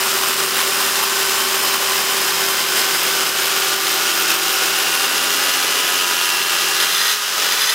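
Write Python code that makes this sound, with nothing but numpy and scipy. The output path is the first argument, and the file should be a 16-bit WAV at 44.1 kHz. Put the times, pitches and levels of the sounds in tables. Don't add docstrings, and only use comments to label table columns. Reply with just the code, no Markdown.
import sys
import numpy as np
from scipy import signal
from scipy.fft import rfft, irfft, next_fast_len
from scipy.io import wavfile
from scipy.ndimage import uniform_filter1d

SR = 44100
rng = np.random.default_rng(int(sys.argv[2]) if len(sys.argv) > 2 else 0)


def unload_wav(signal):
    wavfile.write(
        sys.argv[1],
        SR,
        np.round(np.clip(np.atleast_2d(signal).T, -1, 1) * 32767).astype(np.int16),
    )


N = 341334
TIME = np.arange(N) / SR
DEPTH = np.arange(N) / N
FFT_SIZE = next_fast_len(N)
BINS_HZ = np.fft.rfftfreq(FFT_SIZE, 1 / SR)


def from_db(db):
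    return 10 ** (np.asarray(db) / 20)


def rms_one(x):
    return x / np.sqrt(np.mean(x ** 2) + 1e-20)


def envelope(points):
    return np.interp(TIME, *np.transpose(points))


def drift(rate):
    hop = 100
    pole = np.exp(-2 * np.pi * hop * rate / SR)
    slow = signal.lfilter([1], [1, -2 * pole, pole * pole], rng.standard_normal(N // hop + 1002))[1000:]
    return np.interp(np.arange(N) / hop, np.arange(len(slow)), rms_one(slow))


def bumps(rows):
    return sum(db * np.exp(-(2 * (TIME - t) / length) ** 2) for t, length, db in rows)


def swell(start, end, fade_s):
    span = slice(*np.searchsorted(TIME, [start - fade_s / 2, end + fade_s / 2]))
    return span, np.clip(np.minimum(TIME[span] - start, end - TIME[span]) / fade_s + .5, 0, 1)


def near_depth(depth, reach):
    return 1 / np.sqrt(1 + ((DEPTH - depth) / reach) ** 6)


def ring(x, hz, width_hz):
    r = np.exp(-np.pi * width_hz / SR)
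    section = [0.94, 0.0064, -0.9, 1, -2 * r * np.cos(2 * np.pi * hz / SR), r * r]
    return rms_one(signal.sosfilt([section] * 2, x))


def tone(cycles, flutter_db, jitter_rad):
    phase = 2 * np.pi * (cycles + rng.random()) + jitter_rad * drift(8.4)
    return rms_one(from_db(flutter_db * drift(7.9)) * np.sin(phase))


def rim_grit(turns, wear_s=0.6005, grains=480):
    profiles = rng.standard_normal((64, grains))
    row, blend = np.divmod(TIME / wear_s, 1)
    row, place = row.astype(int), (turns % 1 * grains).astype(int)
    old, new = profiles[row, place], profiles[row + 1, place]
    grit = old * np.cos(blend * np.pi / 2) + new * np.sin(blend * np.pi / 2)
    return rms_one(signal.lfilter([1, -.15], [1], grit))


def abrasion(turns, rim_db, chip_db, chips_per_s, wobble_db, chatter_db):
    scrape = rng.standard_normal(N)
    chips = (rng.random(N) < chips_per_s / SR) * rng.standard_normal(N)
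    angle = 2 * np.pi * turns
    high_spot = np.cos(angle) + 0.55 * np.cos(2 * angle) + 0.68 * np.cos(3 * angle)
    pressure = from_db(wobble_db * high_spot + chatter_db * drift(52))
    texture = scrape + from_db(rim_db) * rim_grit(turns) + from_db(chip_db) * rms_one(chips)
    return rms_one(pressure * texture)


def disc_ripple(depth_db, full_from_hz):
    grid_hz = np.arange(0, SR / 2, 22)
    ripple = np.interp(BINS_HZ, grid_hz, rng.standard_normal(len(grid_hz)))
    return depth_db * ripple * np.minimum(BINS_HZ / full_from_hz, 1)


# f/Hz, gain/dB
GRIND_EQ = [(25, -34), (70, -35), (105, -28), (170, -9), (260, -9), (400, -6), (560, -1), (700, -6),
            (1100, -0.5), (2200, -0.5), (4200, -1.5), (6200, -3), (8000, -9), (15500, -16)]
# f/Hz, width/Hz, gain/dB
SAW_RESONANCES = [(194, 32, -10.5), (387, 92, 8.5), (480, 160, -4), (670, 28, 0), (789, 47, 6.5),
                  (1390, 800, 4.5), (2950, 590, 2), (4500, 270, -3), (5060, 590, 3), (6940, 140, 3),
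                  (7830, 200, 0), (8450, 230, 2), (9230, 200, 3), (9450, 230, -3.5), (9740, 110, 5),
                  (10200, 310, 3), (10830, 190, 5), (11100, 280, -4.5), (11650, 580, 5), (13200, 530, 7.5),
                  (13900, 400, -4), (14300, 160, 5), (14400, 170, 8), (14980, 350, 4.5)]
def grinding(force):
    hz, db = np.transpose(GRIND_EQ)
    eq_db = np.interp(np.log(BINS_HZ + 1), np.log(hz), db)
    eq_db += disc_ripple(depth_db=2.5, full_from_hz=14000)
    for centre, width, peak_db in SAW_RESONANCES:
        eq_db += peak_db / (1 + (2 * (BINS_HZ - centre) / width) ** 2) ** 1.2
    return rms_one(irfft(rfft(force, FFT_SIZE) * from_db(eq_db), FFT_SIZE)[:N])


# f/Hz, width/Hz, relative level/dB, loudest at depth/0-1
DISC_MODES = [(1050, 300, -29, 0.16), (1370, 350, -39, 0.54), (2660, 900, -33, 0.67), (3074, 130, -37, 0.1),
              (5096, 110, -33.5, 0.27), (8480, 140, -38.5, .5), (8700, 270, -38.5, 0.1),
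              (10350, 260, -38, 0.73), (11200, 140, -44, 0.2), (11830, 180, -40, 0.4),
              (12960, 130, -39, .15), (13360, 200, -40, .58), (14650, 440, -37.5, 0.5),
              (14920, 150, -40, .16)]
def blade_ring(force):
    return sum(from_db(db) * near_depth(depth, reach=0.18) * ring(force, hz, width)
               for hz, width, db, depth in DISC_MODES)


# f/Hz, width/Hz, relative level/dB, depth/0-1, reach/depth
SINGING_MODES = [(90, 30, -56.5, 0.9, 0.22), (176, 36, -52.5, .8, 0.34), (272, 57, -41.5, .72, 0.076),
                 (340, 42, -37.5, 0.63, 0.18), (490, 180, -42.5, 0.74, 0.036), (758, 60, -38.5, .6, 0.23),
                 (1050, 54, -32.5, .21, 0.15), (985, 32, -33, 0.78, 0.056), (1233, 89, -35, 0.62, 0.22),
                 (1350, 80, -39, 0.87, .12), (1450, 80, -29, 0.55, .11), (1510, 47, -36, 0.5, 0.2),
                 (1656, 150, -34.5, 0.8, 0.12), (2780, 125, -34.5, 0.74, 0.12),
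                 (2950, 150, -35.5, .73, 0.073), (3100, 70, -35, 0.28, .1), (5103, 47, -32.5, .32, 0.068)]
def blade_song(turns, speed, harmonics=60, low_cut_hz=125):
    coarse = slice(None, None, 200)
    faint_buzz = (2030, 2330, -47, .5, 0.4)
    driven = [(hz, width, from_db(db) * near_depth(depth, reach)[coarse])
              for hz, width, db, depth, reach in [*SINGING_MODES, faint_buzz]]
    song = np.zeros(N)
    for k in range(1, harmonics + 1):
        pitch = k * speed[coarse]
        power = sum(gain ** 2 / (1 + (2 * (pitch - hz) / width) ** 8) for hz, width, gain in driven)
        power *= np.minimum(pitch / low_cut_hz, 1) ** 4
        level = np.interp(TIME, TIME[coarse], np.sqrt(power))
        song += level * tone(k * turns, flutter_db=1.5, jitter_rad=.2)
    return song


# f/Hz, width/Hz, relative level/dB
KNOCK_RESONANCES = [(1340, 430, 3.5), (3060, 1300, 1), (5200, 1100, -14)]
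# t/s, length/s, boost/dB
KNOCK_ACCENTS = [(2.25, .5, 5), (6.15, .7, 10)]
def rim_knock(turns, uneven_db=0.5):
    blows = np.diff(np.floor(turns), prepend=0) * from_db(uneven_db * drift(40))
    ringing = sum(from_db(db) * ring(blows + 1e-18, hz, width) for hz, width, db in KNOCK_RESONANCES)
    return from_db(bumps(KNOCK_ACCENTS)) * rms_one(ringing)


# f/blade speed, relative level/dB
GEAR_TONES = [(1, -74), (2, -56), (6, -52), (7, -53), (8, -54), (9.1429, -47), (13.7143, -41), (11, -47),
              (22, -45)]
# f/Hz, starting level/dB
HUM_TONES = [(120, -54), (205, -50), (240, -50)]
def motor(turns, gear_ratio=32 / 7, whine_fall_db_per_s=1.87, hum_fall_db_per_s=3):
    receding_s = np.maximum(TIME - 2.28, 0)
    whine = tone(gear_ratio * turns, flutter_db=1, jitter_rad=.16)
    whine *= from_db(-33.5 - whine_fall_db_per_s * receding_s)
    gears = sum(from_db(db) * tone(k * turns, flutter_db=2.5, jitter_rad=.16) for k, db in GEAR_TONES)
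    hum = sum(from_db(db) * tone(hz * TIME, flutter_db=0, jitter_rad=.1) for hz, db in HUM_TONES)
    hum *= from_db(-hum_fall_db_per_s * receding_s)
    return whine + from_db(-1) * gears + hum


# t/s, level/dB
RUMBLE_ENVELOPE = [(0, -31.6), (4.9, -31), (5.8, -31.5), (6.1, -33.5), (6.7, -32.5), (7.15, -39),
                   (7.45, -32), (7.74, -40)]
# mid-cut level/dB, change over the cut/dB
UPPER_BANDS = [(-23.6, 0), (-20.5, 2.2), (-23.5, -2)]
def feed(kerf, crossovers_hz=(900, 2400, 7000), window_s=0.29):
    levels_db = [envelope(RUMBLE_ENVELOPE)] + [db + change * (DEPTH - .5) for db, change in UPPER_BANDS]
    spectrum = rfft(kerf, FFT_SIZE)
    band_of_bin = np.searchsorted(crossovers_hz, BINS_HZ)
    cut = np.zeros(N)
    for k, db in enumerate(levels_db):
        band = irfft(spectrum * (band_of_bin == k), FFT_SIZE)[:N]
        running_rms = np.sqrt(np.abs(uniform_filter1d(band ** 2, int(window_s * SR))) + 1e-20)
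        cut += from_db(db) * band / running_rms
    return cut


# t/s, length/s, gain/dB
HAND_NUDGES = [(0.48, 0.072, -2), (0.8, 0.036, 1.5), (2.67, 0.069, -1.5), (2.8, 0.12, 1), (3.08, 0.089, 1),
               (3.33, 0.059, -3.3), (3.79, .08, -1.5), (4.32, 0.054, 2), (4.39, 0.072, -2.2), (5.44, .1, 1),
               (6.46, 0.067, -1.1)]
def bite(tremor_db=0.26, lapse_db=-3, grab_db=0.44):
    level_db = tremor_db * drift(10) + bumps(HAND_NUDGES)
    span, fade = swell(7.15, 7.36, fade_s=0.043)
    level_db[span] += lapse_db * fade
    for start, end, _ in SCREECH_CUES:
        span, fade = swell(start, end, fade_s=.08)
        level_db[span] += grab_db * fade
    return from_db(level_db)


# start/s, end/s, gain/dB
SCREECH_CUES = [(6.72, 7.16, 1.5), (7.4, 7.9, 2.5)]
# f/Hz, width/Hz, relative level/dB
SCREECH_RESONANCES = [(1900, 180, -28), (3100, 350, -31), (3480, 220, -27.5), (4056, 87, -28.5),
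                      (4960, 100, -28.5), (6200, 300, -30.5), (10400, 240, -39), (11800, 240, -40),
                      (12850, 240, -41)]
def screeching(force, build_s=0.19):
    screeches = np.zeros(N)
    for start, end, gain_db in SCREECH_CUES:
        span, fade = swell(start, end, fade_s=0.058)
        attack = 1 - np.exp(-np.maximum(TIME[span] - start, 0) / build_s)
        ringing = sum(from_db(db) * ring(force[span], hz, width) for hz, width, db in SCREECH_RESONANCES)
        screeches[span] += from_db(gain_db) * fade * attack * ringing
    return screeches


# t/s, turn rate/Hz
BLADE_SPEED = [(0.0, 84.85), (0.4, 84.1), (0.95, 85.57), (1.3, 84.85), (2.1, 84.9), (2.65, 84.73),
               (3.3, 84.2), (3.85, 85.12), (4.7, 84.83), (4.9, 85.68), (5.3, 89.07), (5.6, 91.65),
               (5.9, 90.52), (6.49, 87.6), (6.8, 89.05), (7.2, 89.8), (7.5, 92.53), (7.74, 93.82)]
def scene():
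    speed = envelope(BLADE_SPEED)
    turns = np.cumsum(speed) / SR
    force = abrasion(turns, rim_db=-5, chip_db=-5.5, chips_per_s=2500, wobble_db=0.7, chatter_db=0.7)
    rubbing = abrasion(turns, rim_db=1, chip_db=-1.5, chips_per_s=860, wobble_db=2.5, chatter_db=3)
    blade = blade_ring(rubbing) + screeching(rubbing) + blade_song(turns, speed)
    kerf = from_db(-18.5) * grinding(force) + blade + from_db(-37.5) * rim_knock(turns)
    return np.tile(bite() * feed(kerf) + motor(turns), (2, 1))


def record(dry):
    cutoff_hz = 15750
    return signal.sosfilt(signal.ellip(12, .1, 80, cutoff_hz, fs=SR, output="sos"), dry)


dry = scene()
out = record(dry)
unload_wav(out)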